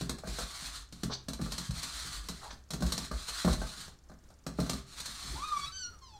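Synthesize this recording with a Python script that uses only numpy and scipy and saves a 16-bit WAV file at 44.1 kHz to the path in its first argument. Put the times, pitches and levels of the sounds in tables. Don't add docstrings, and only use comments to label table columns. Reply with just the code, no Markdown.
import sys
import numpy as np
from scipy import signal
from scipy.fft import rfft, irfft
from scipy.io import wavfile
from scipy.ndimage import uniform_filter1d

SR = 44100
rng = np.random.default_rng(int(sys.argv[2]) if len(sys.argv) > 2 else 0)


def unload_audio(sound):
    columns = np.transpose(np.atleast_2d(sound))
    steps = np.round(np.clip(columns, -1, 1) * 32767)
    wavfile.write(sys.argv[1], SR, steps.astype(np.int16))


N = 272972
TIME = np.arange(N) / SR

# (time [s], thud of the pad [dB], woody knock [dB], claws [dB])
STEPS = [(.010, -31, -44, -36.5), (0.0938, -32, -40, -29.5), (0.184, -58, -53, -43.5),
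         (.236, -42, -42, -72), (.273, -35.5, -44, -40), (.386, -40, -38, -35), (.924, -44.5, -63, -43.5),
         (1.0328, -28.5, -46, -32.5), (1.284, -32, -43.5, -34), (1.333, -40, -54, -37.5),
         (1.391, -32, -45.5, -72), (1.413, -30.5, -48, -40), (1.461, -55, -44.5, -45),
         (1.520, -41, -48, -32), (1.58, -39.5, -50.5, -30.5), (1.7065, -47, -52, -39),
         (1.83, -48, -51, -30.5), (2.286, -37.5, -46, -32.5), (2.53, -48, -61, -55),
         (2.705, -42, -47, -33.5), (2.734, -31.5, -45.5, -34), (2.805, -32.5, -49, -44),
         (2.822, -24.5, -36, -36), (2.8631, -33.5, -59, -36.5), (2.921, -39, -45, -27),
         (2.978, -35.5, -45.5, -30.5), (3.112, -34.5, -38, -42), (3.283, -55, -50.5, -36),
         (3.447, -20.5, -32, -38), (3.476, -24.5, -30, -43), (3.494, -45, -48, -51),
         (3.529, -36, -42.5, -31.5), (3.616, -35, -38, -42.5), (3.879, -48.5, -55, -49),
         (4.097, -49, -54.5, -59.5), (4.116, -49.5, -53.5, -66), (4.302, -61, -59.5, -57.5),
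         (4.465, -33, -41, -36.5), (4.587, -24, -33.5, -61), (4.6, -46, -58, -35.5), (4.663, -48, -47, -42),
         (4.695, -30.5, -39.5, -28), (4.732, -32, -44.5, -38.5), (5.001, -54, -58, -34),
         (5.057, -68, -69, -34)]


def undb(db):
    return 10 ** (np.asarray(db) / 20)


def unit(x):
    return x / np.sqrt(np.mean(x ** 2) + 1e-18)


def add(out, s, x):
    i = max(int(s * SR), 0)
    out[i:i + len(x)] += x[:max(N - i, 0)]


def log_interp(hz, points):
    f, db = np.transpose(points)
    return np.interp(np.log(np.maximum(hz, 1)), np.log(f), db)


def colour(x, points, size=4096):
    hz = np.arange(size // 2 + 1) * SR / size
    cepstrum = irfft(np.log(undb(log_interp(hz, points))))
    cepstrum[1:size // 2] *= 2
    cepstrum[size // 2 + 1:] = 0
    response = irfft(np.exp(rfft(cepstrum)))
    return signal.fftconvolve(x, response / np.linalg.norm(response))[:len(x)]


def walk(rate, n):
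    knots = rng.standard_normal(8192)
    return np.sqrt(3 / 2) * np.interp(np.arange(n) / SR * rate, np.arange(len(knots)), knots)


def grains(n, spread_db):
    size_db = spread_db * np.minimum(rng.exponential(size=n), 6)
    return unit(rng.standard_normal(n) * undb(size_db))


def paws(thud_gain_db=-5.0, knock_gain_db=-1):
    heave_gain_db = -16
    out = np.zeros(N)
    for s, thud_db, knock_db in footfalls():
        heave = blow(30, 100, push_s=0.011, spot_db=1.0, clatter_db=-16, clatter_s=0.026)
        thud = blow(100, 425, push_s=0.0023, spot_db=2.5, clatter_db=-13.5, clatter_s=0.052)
        knock = blow(425, 2000, push_s=0.00072, spot_db=5, clatter_db=-0.5, clatter_s=0.025)
        add(out, s, undb(thud_db + heave_gain_db) * heave)
        add(out, s, undb(thud_db + thud_gain_db) * thud)
        add(out, s, undb(knock_db + knock_gain_db) * knock)
    return out


def footfalls(chances_per_s=5, shuffle_db=-2):
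    count = int(chances_per_s * N / SR)
    place = (np.arange(count) + rng.random(count)) / count
    at = (place * (N - 1)).astype(int)
    db = 20 * np.log10(friction()[at] + 1e-9) + shuffle_db
    shuffles = [(i / SR, d, d - 13) for i, d in zip(at, db) if d > -70]
    return [row[:3] for row in STEPS] + shuffles


def blow(lo, hi, push_s, spot_db, clatter_db, clatter_s, size=1024):
    # (frequency before detuning [Hz], relative level [dB], t60 [s])
    modes = [(45, 7, 0.28), (55.3, -7, 0.74), (60.7, 13.5, 0.44), (131.4, -4, 0.51), (144.4, -6.5, 0.36),
             (168.4, 3, 0.17), (188, 4.5, 0.15), (217.3, 0, 0.21), (257.4, -6, 0.22), (283.1, -2.5, 0.19),
             (338.1, -9, 0.29), (398, -11.5, 0.38), (443, -5.5, 0.076), (515.3, -3.5, 0.059),
             (598, -4, 0.022), (633, 5, 0.021), (790, -9.5, 0.069), (869, -16.5, 0.19), (1085, -6, 0.044),
             (1190, -4.5, 0.051), (1362, -6.5, 0.037), (1554, -6.5, 0.027), (1752, -15, 0.076)]
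    hz, db, t60 = np.transpose([m for m in modes if lo <= m[0] < hi])[:, :, None]
    t = np.arange(int(SR * t60.max())) / SR
    spot, detune, side = rng.standard_normal((3, len(hz), 1))
    height = np.sign(side) * undb(db + spot_db * spot)
    decay = np.exp(-np.log(1000) * t / t60)
    ring = (height * decay * np.sin(2 * np.pi * hz * (1 + 0.0075 * detune) * t)).sum(0)
    outline = [(hz.min() / 2, -35), *np.hstack([hz, db]), (2 * hz.max(), -35)]
    clatter = colour(np.resize(rng.standard_normal(size=8192), len(t)), outline)
    x = ring / np.std(ring[:size]) + undb(clatter_db) * clatter * np.exp(-t / clatter_s)
    x = x * (1 - np.exp(-t / push_s))
    return x / np.sqrt(uniform_filter1d(x ** 2, size).max())


def bumps(sag=0.049):
    # (mid time [s], pitch there [Hz], level [dB], half length [s])
    pushes = [(.32, 52, -41, 0.029), (0.435, 54.6, -40.5, .02), (1.438, 62.5, -41, 0.024),
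              (1.699, 136, -27.5, 0.0054), (1.716, 55.3, -40, .02), (1.776, 67, -44, .015),
              (2.867, 63, -33.5, .03), (3.157, 56.7, -34, 0.0246), (3.518, 59, -25, .02),
              (3.595, 44.7, -39, 0.049), (4.343, 62.3, -56, 0.028), (4.639, 62, -38, 0.035),
              (5.315, 149, -53.5, .02), (5.681, 141.4, -53.5, 0.019)]
    out = np.zeros(N)
    for s, hz, db, width in pushes:
        t = np.arange(-3 * width, 3 * width, 1 / SR)
        phase = 2 * np.pi * np.cumsum(hz * np.exp(-sag * t / width)) / SR
        swell = np.exp(-(t / width) ** 2)
        add(out, s + t[0], undb(db) * np.sqrt(2) * swell * np.sin(phase))
    return out


def claws(gain_db=-2.5, rise_s=0.00078, skid_s=0.013, snap_db=-1.5, snap_s=0.0051):
    # (frequency [Hz], relative level [dB per Hz])
    scratch = [(530, -32), (900, -3.5), (1280, -2), (2960, -10.5), (4150, 5), (4980, -2.5), (5410, 1),
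               (7680, -2), (8980, -1), (9880, -9.5), (14000, -15), (16000, -54)]
    skid, snap, t = np.zeros(N), np.zeros(N), np.arange(SR // 5) / SR
    for s, _, _, db in STEPS:
        contact = undb(db + gain_db) * (1 - np.exp(-t / rise_s))
        add(skid, s, contact * np.exp(-t / skid_s))
        add(snap, s, contact * np.exp(-t / snap_s))
    snap_points = [(1500, 8.5), (5000, 11.5), (9000, -0.5), (12000, 2), (15500, -12)]
    bright = colour(snap * grains(N, spread_db=3.5), snap_points)
    return colour(skid * grains(N, spread_db=2.5), scratch) + undb(snap_db) * bright


def slipping(gain_db=0.23, grip_db=1.58, spread_db=2.5, mirror=0.27, path_s=0.00068, sway=0.295):
    # (frequency [Hz], relative level [dB per Hz])
    hiss = [(180, -45), (300, -10.5), (326, -25.5), (511, -20.5), (555, -16), (701, -8.5), (946, -10),
            (1190, -3), (2790, -9.5), (4160, 0), (4990, -6), (9090, -7), (10600, -16.5), (15000, -23),
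            (16000, -37)]
    grip = undb(gain_db + grip_db * walk(70, N))
    rub = colour(friction() * grip * grains(N, spread_db), hiss)
    lag = path_s * np.exp(sway * walk(9, N))
    return rub + mirror * np.interp(TIME - lag, TIME, rub)


def friction(let_go_db_per_s=406, catch_db_per_s=332):
    # (start [s], length [s], force before gain [dB], swell by the end [dB])
    slips = [(0, 0.064, -47.5, -6.5), (0.288, .15, -46.5, 1.5), (0.469, 0.21, -50, 9),
             (0.737, 0.048, -47, 0.5), (0.956, 0.095, -61, 0), (1.433, 0.23, -51, 4),
             (1.757, 0.42, -45.5, 1), (2.212, 0.27, -54.5, 3), (2.852, 0.21, -46.5, -1),
             (3.147, 0.094, -51.5, 5.5), (3.286, 0.17, -42.5, 0), (3.487, 0.035, -42.5, 0),
             (3.599, 0.25, -50.5, 3), (4.594, 0.19, -52, 1), (4.882, 0.097, -58, 10.5),
             (4.987, 0.4, -49, 4), (5.417, 0.26, -51, 1)]
    out = np.zeros(N)
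    for s, length, db, swell_db in slips:
        near = slice(max(int((s - .2) * SR), 0), int((s + length + .3) * SR))
        t = TIME[near] - s
        build_db = let_go_db_per_s * np.minimum(t, 0)
        die_db = -catch_db_per_s * np.maximum(t - length, 0)
        course_db = db + swell_db * np.clip(t / length, 0, 1)
        out[near] = np.maximum(out[near], undb(course_db + build_db + die_db))
    return out


def rumble(gain_db=-12, lurch_db=5.0):
    # (frequency [Hz], relative level [dB per Hz])
    grumble = [(25, -29), (48, 18.5), (65, 6), (95, -3), (140, 1), (200, -12), (290, -8), (500, -20),
               (900, -44)]
    lurch = undb(gain_db + lurch_db * walk(7.3, N))
    return colour(friction() * rng.standard_normal(N), grumble) * lurch


def laminate(x, hz=4250, width_hz=550, ring_db=-9, direct_db=-1):
    band = signal.lfilter(*signal.iirpeak(hz, hz / width_hz, fs=SR), x)
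    return undb(direct_db) * x + undb(ring_db) * band


def puppy():
    # (time [s], pitch [Hz], fundamental [dB], overtones [dB])
    squeaks = [
        [(1.095, 750, -32, -57), (1.112, 964, -46.5, -48.5), (1.13, 1414, -45, -37.5), (1.15, 1448, -72, -47),
         (1.185, 1210, -74, -66)],
        [(2.41, 1415, -53, -78), (2.465, 956, -51.5, -85), (2.49, 987, -58, -81), (2.51, 1453, -46, -45),
         (2.53, 1580, -66, -55), (2.555, 1560, -77, -72)],
    ]
    whine = [(5.345, 791, -75, -48), (5.359, 856, -46, -59), (5.403, 1087, -47, -57),
             (5.445, 1228, -34.5, -51), (5.475, 1246, -48, -49), (5.527, 1208, -29, -57),
             (5.559, 1155, -41, -51), (5.575, 1139, -30, -42.5), (5.585, 1144, -56, -54),
             (5.645, 1120, -45.5, -46), (5.677, 1310, -56, -47.5), (5.71, 1304, -49, -60)]
    squeal = [(5.715, 1513, -61, -50.5), (5.775, 1546, -54.5, -43), (5.863, 1428, -51.5, -41.5),
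              (5.917, 1387, -61.5, -84), (5.963, 1187, -60, -83), (5.973, 1193, -74, -91),
              (5.99, 1151, -78, -68)]
    whimper = [(6.005, 1160, -86, -79), (6.023, 1074, -54.5, -57), (6.065, 1011, -62, -55),
               (6.107, 889, -63, -61), (6.167, 827, -51, -60.5), (6.19, 778, -63, -67)]
    out = np.zeros(N)
    for rows in squeaks:
        add(out, rows[0][0], call(rows, held_rough=0.56, tilt_db=7, gain_db=0))
    add(out, whine[0][0], call(whine, held_rough=0.075, tilt_db=-9.5, gain_db=0))
    add(out, squeal[0][0], call(squeal, held_rough=0.13, tilt_db=0.0, gain_db=-0.5))
    add(out, whimper[0][0], call(whimper, held_rough=.02, tilt_db=2, gain_db=-2.0))
    return out


def call(rows, held_rough, tilt_db, gain_db, jitter=0.064, shimmer_db=5, waver_db=4, count=10):
    # (frequency [Hz], relative level [dB])
    muzzle = [(1700, -16), (2400, -3), (3000, -3), (3600, 5), (4350, 8.5), (5200, 0), (6050, 6),
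              (6800, -16), (7500, -8), (8500, -23), (14000, -37)]
    break_oct_per_s = 25.8
    s, *columns = np.transpose(rows)
    t = np.arange(s[0], s[-1], 1 / SR)
    hz, low_db, high_db = (np.interp(t, s, c) for c in columns)
    glide = uniform_filter1d(np.abs(np.gradient(np.log2(hz))) * SR, size=900)
    rough = np.clip(held_rough + glide / break_oct_per_s, 0, 1)
    hz = hz * (1 + jitter * rough * (1 + 2 * rough ** 2) * walk(600, len(t)))
    phase = 2 * np.pi * np.cumsum(hz) / SR

    k = np.arange(2, count + 1)[:, None]
    weights = undb(log_interp(k * hz, muzzle) + tilt_db * np.log2(k))
    waver = undb(waver_db * np.array([walk(59.7, len(t)) for _ in k]))
    overtones = (weights * waver * np.sin(k * phase)).sum(0)
    overtones = np.sqrt(2) * overtones / np.linalg.norm(weights, axis=0)

    rasp = colour(rng.standard_normal(len(t)), [(400, -25), (1200, -5), *muzzle])
    clear_part, rough_part = np.sqrt(1 - rough ** 3), rough ** (3 / 2)
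    upper = clear_part * overtones + rough_part * rasp
    fundamental = np.sqrt(2) * np.sin(phase) * (clear_part + rough_part * walk(1400, len(t)))
    voice = undb(low_db) * fundamental + undb(high_db) * upper
    fade = np.clip(np.minimum(t - t[0], t[-1] - t) / 0.011, 0, 1)
    shimmer = shimmer_db * np.minimum(rough, .5) * walk(300, len(t))
    return voice * fade * undb(gain_db + shimmer)


def room(x, wet_db, low_t60_s=0.33, treble_t60_s=0.16):
    t = np.arange(SR // 2) / SR
    noise = rng.standard_normal(len(t))
    low = signal.sosfilt(signal.butter(1, 3500, fs=SR, output="sos"), noise)
    tail = low * undb(-60 * t / low_t60_s) + (noise - low) * undb(-60 * t / treble_t60_s)
    tail = tail * np.clip(t / 0.0039 - 1, 0, 1)
    return x + undb(wet_db) * signal.fftconvolve(x, tail / np.linalg.norm(tail))[:N]


def background(quiet_db=-56, air_db=-0.5, stir_db=1.5, tick_db=-61, tick_s=0.005):
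    # (frequency [Hz], relative level [dB per Hz])
    quiet = [(25, -6), (45, -7.5), (65, 1), (95, -11), (150, -16.5), (300, -22.5), (700, -31), (1400, -31),
             (2500, -40), (4200, -39), (8500, -41.5), (11000, -46), (15000, -51)]
    stir = undb(quiet_db + air_db + stir_db * walk(11, N))
    air = colour(rng.standard_normal(N), quiet) * stir
    since = (TIME - .0385) % .05
    tick_points = [(3500, -36), (5200, -7), (7400, -7), (8300, -32)]
    tick = colour(rng.standard_normal(N) * np.exp(-since / tick_s), tick_points)
    return air + undb(tick_db) * tick


def scene():
    board = room(paws() + bumps() + rumble(), wet_db=-8.5)
    face = room(laminate(claws() + slipping()), wet_db=-6)
    mono = board + face + room(puppy(), wet_db=-7.5) + background()
    return np.array([mono, mono])


def record(dry, top_hz=15800):
    return signal.sosfilt(signal.ellip(10, .2, 70, top_hz, fs=SR, output="sos"), dry)


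dry = scene()
out = record(dry)
unload_audio(out)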